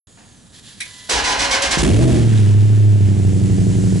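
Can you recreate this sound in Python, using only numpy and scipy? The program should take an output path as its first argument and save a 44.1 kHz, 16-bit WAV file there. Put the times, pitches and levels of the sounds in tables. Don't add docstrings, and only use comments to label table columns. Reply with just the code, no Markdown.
import sys
import numpy as np
from scipy import signal
from scipy.fft import rfft, irfft, next_fast_len
from scipy.io import wavfile
from scipy.ndimage import uniform_filter1d, minimum_filter1d, map_coordinates

SR = 44100
rng = np.random.default_rng(int(sys.argv[2]) if len(sys.argv) > 2 else 0)


def master(y):
    cut = np.clip(np.atleast_2d(y).T, -1, 1)
    pcm = np.round(cut * 32767)
    wavfile.write(sys.argv[1], SR, pcm.astype(np.int16))


N = 176400

# (time [s], firing rate [Hz])
FIRING_RATE = [(1.79, 48.46), (1.83, 60.6), (1.87, 74.7), (1.92, 93.9), (1.97, 109), (2.03, 127.4),
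               (2.1, 123.4), (2.18, 115.9), (2.29, 112.4), (2.45, 102), (2.55, 102.6), (2.7, 106.4),
               (2.87, 104.7), (3.05, 99.7), (3.25, 96.84), (3.5, 94.35), (4.0, 93)]
# (bank [0 or 1], strength [dB])
CYLINDERS = [(0, -3), (1, 10), (1, -2), (0, -6), (1, 8), (0, -1), (0, -5), (1, -6)]
# (time [s], relative level [dB])
PULSE_LEVEL = [(1.78, -19.5), (1.86, -10), (2.0, -15.5), (2.17, -17), (2.3, -21), (2.8, -25), (3.3, -22.5),
               (4.0, -22)]
# (frequency [Hz], gain [dB])
PIPE_COLOUR = [(30, -36), (60, 4), (100, -15), (160, 5.5), (220, -4.5), (330, -5), (415, -10), (520, -18.5),
               (680, -23), (900, -33.5), (1600, -73)]
# (time [s], level [dB])
BOOM_LEVEL = [(1.775, -70), (1.797, -17), (1.87, -15), (1.96, -5.5), (2.05, -11.5), (2.14, -17),
              (2.22, -16), (2.26, -11), (2.42, -10.5), (2.6, -8.5), (2.95, -10.5), (3.15, -13),
              (3.4, -17.5), (3.7, -23), (4.0, -35)]
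# (time [s], gain [dB])
LOPE_GAIN = [(1.78, -50), (1.85, -24), (2.2, -11), (2.45, -7), (2.75, -14.5), (3.0, -10.5), (3.25, -3.5),
             (3.55, 0), (4.0, 0)]
# (order [multiple of the engine cycle], relative level [dB])
LOPE_ORDERS = [(6, -32), (7, -37), (9, -18.5), (10, -21), (11, -44.5), (14, -27), (16, -19), (24, -30),
               (26, -39), (32, -39.5), (40, -41.5)]
# (order [multiple of the engine cycle], level [dB])
BARK_ORDERS = [(5, -22), (16, -23), (17, -28), (20, -24), (21, -22.5), (22, -31.5), (24, -36), (29, -30.5),
               (33, -47), (40, -42), (42, -29)]
# (time [s], level [dB])
RAGGED_LEVEL = [(1.775, -66), (1.8, -30), (1.87, -10), (2.0, -13), (2.2, -20.5), (2.3, -32.5), (2.7, -32),
                (4.0, -32.5)]
# (frequency [Hz], gain [dB])
RAGGED_COLOUR = [(20, -24), (70, 11), (165, -8), (325, 3), (510, -10.5), (650, -10.5), (900, -26.5),
                 (1500, -34)]
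# (time [s], level [dB])
GAS_LEVEL = [(1.82, -15.5), (1.9, -25), (1.97, -25), (2.01, -29), (2.16, -30), (2.28, -35.5), (2.42, -34.5),
             (2.8, -41.5), (3.2, -41), (4.0, -41)]
# (frequency [Hz], gain [dB])
GAS_COLOUR = [(470, -10), (800, -0.5), (1300, -5), (1650, -1), (2500, -3), (3050, -2.5), (4500, -8),
              (7700, -7.5), (9000, -11), (11000, -14)]
# (time [s], depth [0 to 1])
PUFF_DEPTH = [(1.82, 0.71), (1.9, 0.67), (1.97, 0.22), (2.4, 0.16)]
# (time [s], level [dB])
FINE_HISS_LEVEL = [(2.9, -54), (3.3, -42), (4.0, -36.5)]
# (frequency [Hz], gain [dB])
FINE_COLOUR = [(3000, -9), (5000, -4), (7700, 1), (9000, -7), (11000, -7.5)]
# (time [s], length [s], strength [dB], gear slap level [dB])
COMPRESSIONS = [(1.093, 0.12, -3, -15.5), (1.238, 0.11, -2.5, -45), (1.389, 0.079, -1, -28),
                (1.508, 0.066, 1, -23), (1.617, .058, -2.5, -21), (1.707, .048, -0.5, -21),
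                (1.781, 0.023, -8.5, -21)]
# (frequency [Hz], gain [dB])
HOUSING_COLOUR = [(150, -28), (270, 2), (350, -6.5), (420, -3.5), (600, -1.5), (740, 6.5), (1020, -1),
                  (1390, -2.5), (1650, 2.5), (2200, -3.5), (3000, -3), (6000, -63)]
# (frequency [Hz], gain [dB])
RASP_COLOUR = [(1100, -33), (2000, -4), (3000, -3.5), (5100, -1), (7700, -7), (8300, -11), (11000, -15.5)]
# (frequency [Hz], gain [dB])
THUD_COLOUR = [(170, -40), (430, -7), (1300, -35)]
# (frequency [Hz], relative level [dB], time of the swell [s])
FLYWHEEL_MODES = [(398, -42, 1.13), (544, -34, 1.6), (764, -39, 1.7), (1012, -32, 1.3), (1556, -37, 1.66),
                  (2116, -38, 1.56), (3548, -42, 1.2), (3996, -39, 1.33), (4231, -40, 1.46)]
# (time [s], relative level [dB])
CHUFFS = [(1.127, -28.5), (1.25, -37), (1.375, -30), (1.5, -36), (1.661, -30.5)]
# (frequency [Hz], gain [dB])
CHUFF_COLOUR = [(20, -16), (54, 2.5), (170, -14), (275, -11), (390, -27), (660, -120)]
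# (time [s], pitch [Hz], level [dB])
SQUEAL = [(1.12, 1830, -36), (1.19, 1650, -29.5), (1.225, 1750, -45), (1.255, 2160, -30),
          (1.305, 1690, -29.5), (1.38, 1590, -36), (1.41, 2200, -28), (1.48, 1970, -47), (1.53, 2230, -25),
          (1.61, 2040, -46)]
# (time [s], pitch [Hz], level [dB])
RATTLES = [(2.374, 3782, -34)]
# (time [s], pitch [Hz], level [dB])
WHINE = [(.07, 6800, -59), (.22, 6730, -60), (.32, 6470, -60), (.42, 5870, -62), (.5, 5450, -80)]
# (time [s], level [dB])
PUMP_LEVEL = [(.52, -52), (.55, -41), (.59, -41.5), (.62, -48.5), (.66, -39.5), (.72, -39.5), (.76, -43.5),
              (.85, -36.5), (1.1, -39), (1.2, -76)]
# (frequency [Hz], gain [dB])
PUMP_COLOUR = [(500, -17), (1400, -15), (1730, -2.5), (2100, -11.5), (2800, -7.5), (3300, -2), (4600, -5),
               (5400, -8), (6600, -8.5), (7400, -5.5), (8300, -15), (10800, -7.5)]
# (frequency [Hz], gain [dB])
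RELAY_COLOUR = [(500, -33), (1250, -32), (1740, -13), (2340, -1.5), (2750, -22), (3850, -10), (5050, -23),
                (5800, -14), (6500, -27), (8500, -14.5), (9100, -27), (10000, -11), (11000, -26)]
# (frequency [Hz], level [dB])
THROTTLE_PARTIALS = [(999, -58), (1998, -50.5)]
# (frequency [Hz], gain [dB])
SHOP_COLOUR = [(25, -15), (90, -1.5), (235, -4), (330, -13.5), (600, -18.5), (1400, -24.5), (5000, -48),
               (7000, -21), (11000, -28.5)]
# (frequency [Hz], time to fall 60 dB [s])
ROOM_T60 = [(100, 0.43), (1000, 0.26), (10000, 0.049)]
# (frequency [Hz], correlation [0 to 1])
STEREO_LIKENESS = [(60, 1), (200, 1), (500, 0.76), (10000, 0.76)]
# (frequency [Hz], left minus right [dB])
MIC_BALANCE = [(60, -3.5), (110, -1.5), (300, -2), (550, 1.5), (1100, -0.5), (2000, -1), (4000, -3),
               (10000, -1.5)]
# (frequency [Hz], left lead [rad])
MIC_PHASE = [(25, 1), (100, -0.87), (260, -0.93), (800, -1.14), (2500, -0.72), (6000, -0.017)]


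def exhaust():
    running = clock() > FIRING_RATE[0][0] - .02
    firing_hz = curve(FIRING_RATE) * (1 + 0.0038 * wobble(14)) * running
    firings = 2 + np.cumsum(firing_hz) / SR
    pulses = firing_pulses(firings)
    boom = 2 ** .5 * np.sin(2 * np.pi * firings) * amp(curve(BOOM_LEVEL) + 1.2 * wobble(26.16))
    lope = engine_orders(firings, LOPE_ORDERS) * amp(curve(LOPE_GAIN))
    throttle = ramp(1.82, 0.03) * (1 - ramp(2.07, 0.21))
    bark = engine_orders(firings, BARK_ORDERS) * throttle
    ragged = noise(RAGGED_COLOUR) * amp(curve(RAGGED_LEVEL))
    rumble = (boom + lope + bark + ragged) * ramp(1.77, .01)
    return rumble + gas_hiss(firings) + room(pulses, wet_db=-8.5)


def firing_pulses(firings, bank_lag_s=0.0019, jitter_s=.0001, scatter_db=1.1):
    times = beats(firings)
    bank, strength_db = np.array(CYLINDERS)[np.arange(len(times)) % len(CYLINDERS)].T
    jitter, scatter = rng.standard_normal((1024, 2))[:len(times)].T
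    arrivals = times + bank * bank_lag_s + jitter_s * jitter
    kicks = train(arrivals, amp(strength_db + scatter_db * scatter) * (times > 0))
    return unit(body(kicks, PIPE_COLOUR)) * amp(curve(PULSE_LEVEL) - 3.5)


def engine_orders(firings, orders, smear_rad=1.19):
    cycle_phase = 2 * np.pi * firings / len(CYLINDERS)
    return sum(amp(db + 1.3 * wobble(11)) * 2 ** .5 * np.sin(k * cycle_phase + smear_rad * k ** 2)
               for k, db in orders)


def gas_hiss(firings, lag_firings=0.52):
    depth = curve(PUFF_DEPTH)
    puffs = (1 + depth * np.cos(2 * np.pi * (firings - lag_firings))) / np.sqrt(1 + depth ** 2 / 2)
    gas = noise(GAS_COLOUR) * puffs * amp(curve(GAS_LEVEL) + 0.77 * wobble(30.16))
    fine_hiss = noise(FINE_COLOUR) * amp(curve(FINE_HISS_LEVEL))
    return (gas + fine_hiss) * ramp(1.8, 0.055)


def starter(housing_lag_s=.014, coast_db=-2, rasp_coast_db=-9):
    teeth = gear_teeth(load_lag_s=2 * housing_lag_s)
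    housing = unit(room(unit(body(teeth, HOUSING_COLOUR)), wet_db=-4.5) + amp(5) * noise(HOUSING_COLOUR))
    rasp = unit(room(unit(body(teeth, RASP_COLOUR)), wet_db=-3) + amp(1.5) * noise(RASP_COLOUR))
    metal = amp(-21) * housing + amp(1) * flywheel()
    grind = metal * np.hypot(amp(coast_db), compression_load(housing_lag_s))
    grind += amp(-19) * rasp * np.hypot(amp(rasp_coast_db), compression_load(0))
    slap_envelope = sum(amp(db) * burst(s, attack=.005, t60=0.25) for s, _, _, db in COMPRESSIONS)
    slaps = unit(noise(FINE_COLOUR) + .5 * rasp) * slap_envelope
    thud = noise(THUD_COLOUR) * amp(-25) * burst(COMPRESSIONS[0][0], attack=.005, t60=0.51)
    engaged = ramp(1.088, 0.0086) * (1 - ramp(1.812, 0.013))
    return (grind + slaps + thud) * engaged


def gear_teeth(load_lag_s, mesh_hz=503.6, climb_hz_per_s=110, sag_hz=74):
    drag = uniform_filter1d(compression_load(load_lag_s), size=3000)
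    tooth_hz = mesh_hz + climb_hz_per_s * (clock() - COMPRESSIONS[0][0]) - sag_hz * drag
    times = beats(np.cumsum(tooth_hz * (1 + .02 * wobble(60))) / SR)
    jitter, scatter = rng.standard_normal((8192, 2))[:len(times)].T
    return train(times + .00006 * jitter, amp(2 * scatter))


def compression_load(lag_s, rise_s=.009, fall_s=0.0456):
    return sum(amp(db) * ramp(s + lag_s, rise_s) * (1 - ramp(s + lag_s + length - fall_s / 2, fall_s))
               for s, length, db, _ in COMPRESSIONS)


def flywheel(width_hz=22, swell_db=8, swell_s=0.14):
    ringing = np.zeros(N)
    for hz, db, peak_s in FLYWHEEL_MODES:
        swell = np.exp(-.5 * ((clock() - peak_s) / swell_s) ** 2) - .5
        flutter = 1 + .5 * wobble(width_hz) + .5j * wobble(width_hz)
        phase = 2 * np.pi * np.cumsum(hz + width_hz / 2 * wobble(2 * width_hz)) / SR
        ringing += amp(db + swell_db * swell) * np.real(flutter * np.exp(1j * phase))
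    return ringing


def chuffs():
    envelope = sum(amp(db) * burst(s, attack=0.017, t60=0.68) for s, db in CHUFFS)
    return amp(1.5) * noise(CHUFF_COLOUR) * envelope


def gear_squeal(lower_octave_db=-1):
    phase = 2 * np.pi * np.cumsum(curve(SQUEAL) * (1 + 0.008 * wobble(220))) / SR
    tone = np.sin(phase) + amp(lower_octave_db) * np.sin(phase / 2)
    level = amp(curve(SQUEAL, column=2) + 2.3 * wobble(55.9))
    gate = ramp(SQUEAL[0][0], .02) * (1 - ramp(SQUEAL[-1][0], .02))
    return room(tone * level * gate, wet_db=-3)


def rattle():
    ringing = np.zeros(N)
    for s, hz, db in RATTLES:
        flutter = wobble(350) + 1j * wobble(350)
        ring = np.real(flutter * np.exp(2j * np.pi * hz * clock()))
        ringing += amp(db) * ring * burst(s, attack=0.0034, t60=0.071)
    return ringing


def whine():
    phase = 2 * np.pi * np.cumsum(curve(WHINE) * (1 + 0.003 * wobble(500))) / SR
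    return unit(np.sin(phase)) * amp(curve(WHINE, column=2))


def fuel_pump():
    return noise(PUMP_COLOUR) * amp(curve(PUMP_LEVEL) + 1.1 * wobble(91.1))


def relay():
    clack = noise(RELAY_COLOUR) * amp(-17.5) * burst(.802, attack=0.0054, t60=0.12)
    return room(clack, wet_db=-7)


def clunk():
    metal = noise(HOUSING_COLOUR) + amp(-4.5) * noise(RASP_COLOUR)
    return metal * amp(-49.5) * burst(0.169, attack=0.0062, t60=0.82)


def throttle_motor():
    buzz = sum(amp(db) * unit(np.sin(2 * np.pi * hz * clock())) for hz, db in THROTTLE_PARTIALS)
    return buzz * ramp(0.814, .04) * (1 - ramp(1.08, .03))


def workshop():
    return amp(-47.5) * noise(SHOP_COLOUR)


def room(x, wet_db):
    hz, t, spectrum = signal.stft(rng.standard_normal((2, SR // 2)), SR, nperseg=256)
    decay = amp(-60 * t / along(ROOM_T60, hz)[:, None])
    tail = signal.istft(spectrum * decay, SR, nperseg=256)[1]
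    wet = signal.fftconvolve(np.atleast_2d(x), tail / np.linalg.norm(tail[0]), axes=1)[:, :N]
    return x + amp(wet_db) * wet


def amp(db):
    return 10 ** (np.asarray(db) / 20)


def unit(x):
    return x / np.sqrt(np.mean(x ** 2) + 1e-20)


def along(points, hz):
    knots_hz, values = np.transpose(points)
    return np.interp(np.log(hz + 1), np.log(knots_hz + 1), values)


def clock():
    return np.arange(N) / SR


def curve(rows, column=1):
    rows = np.array(rows)
    return np.interp(clock(), rows[:, 0], rows[:, column])


def ramp(start, length):
    return np.clip((clock() - start) / length, 0, 1)


def burst(start, attack, t60):
    return ramp(start, attack) * 1000 ** (-np.maximum(clock() - start, 0) / t60)


def wobble(rate):
    return map_coordinates(rng.standard_normal(4096), [clock() * rate], mode="wrap")


def beats(count):
    return np.interp(np.arange(1, int(count[-1])), count, clock())


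def train(times, sizes):
    at = np.clip(times * SR, 0, N - 2)
    i = at.astype(int)
    return np.bincount(i, sizes * (1 - at + i), N) + np.bincount(i + 1, sizes * (at - i), N)


def filtered(x, response):
    size = 2 * next_fast_len(N * 3 // 4)
    return irfft(rfft(x, size) * response(np.fft.rfftfreq(size, 1 / SR)), size)[..., :N]


def body(x, colour):
    def minimum_phase(hz):
        cepstrum = irfft(np.log(amp(along(colour, hz))))
        half = len(cepstrum) // 2
        cepstrum[1:half] *= 2
        cepstrum[half + 1:] = 0
        return np.exp(rfft(cepstrum))
    return filtered(x, minimum_phase)


def noise(colour):
    def mid_side(hz):
        width = np.arccos(np.clip(along(STEREO_LIKENESS, hz), -1, 1)) / 2
        return amp(along(colour, hz)) * [np.cos(width), np.sin(width)]
    mid, side = filtered(rng.standard_normal((2, N)), mid_side)
    return unit(np.array([mid + side, mid - side]))


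def limiter(x, ceiling=0.56, hold_s=0.0041):
    hold = int(hold_s * SR) + 1
    gain = ceiling / np.maximum(np.abs(x).max(axis=0), ceiling)
    return x * uniform_filter1d(minimum_filter1d(gain, hold), hold)


def scene():
    engine = exhaust() + starter() + chuffs() + gear_squeal() + rattle()
    priming = whine() + fuel_pump() + relay() + clunk() + throttle_motor()
    return engine + priming + workshop()


def record(dry):
    switch_on_s, top_hz = 0.07, 11120

    def ports(hz):
        left = amp(along(MIC_BALANCE, hz)) ** .5 * np.exp(.5j * along(MIC_PHASE, hz))
        return np.array([left, 1 / left])
    picked_up = limiter(filtered(dry, ports)) * ramp(switch_on_s, 0.0018)
    return filtered(picked_up, lambda hz: hz < top_hz)


dry = scene()
out = record(dry)
master(out)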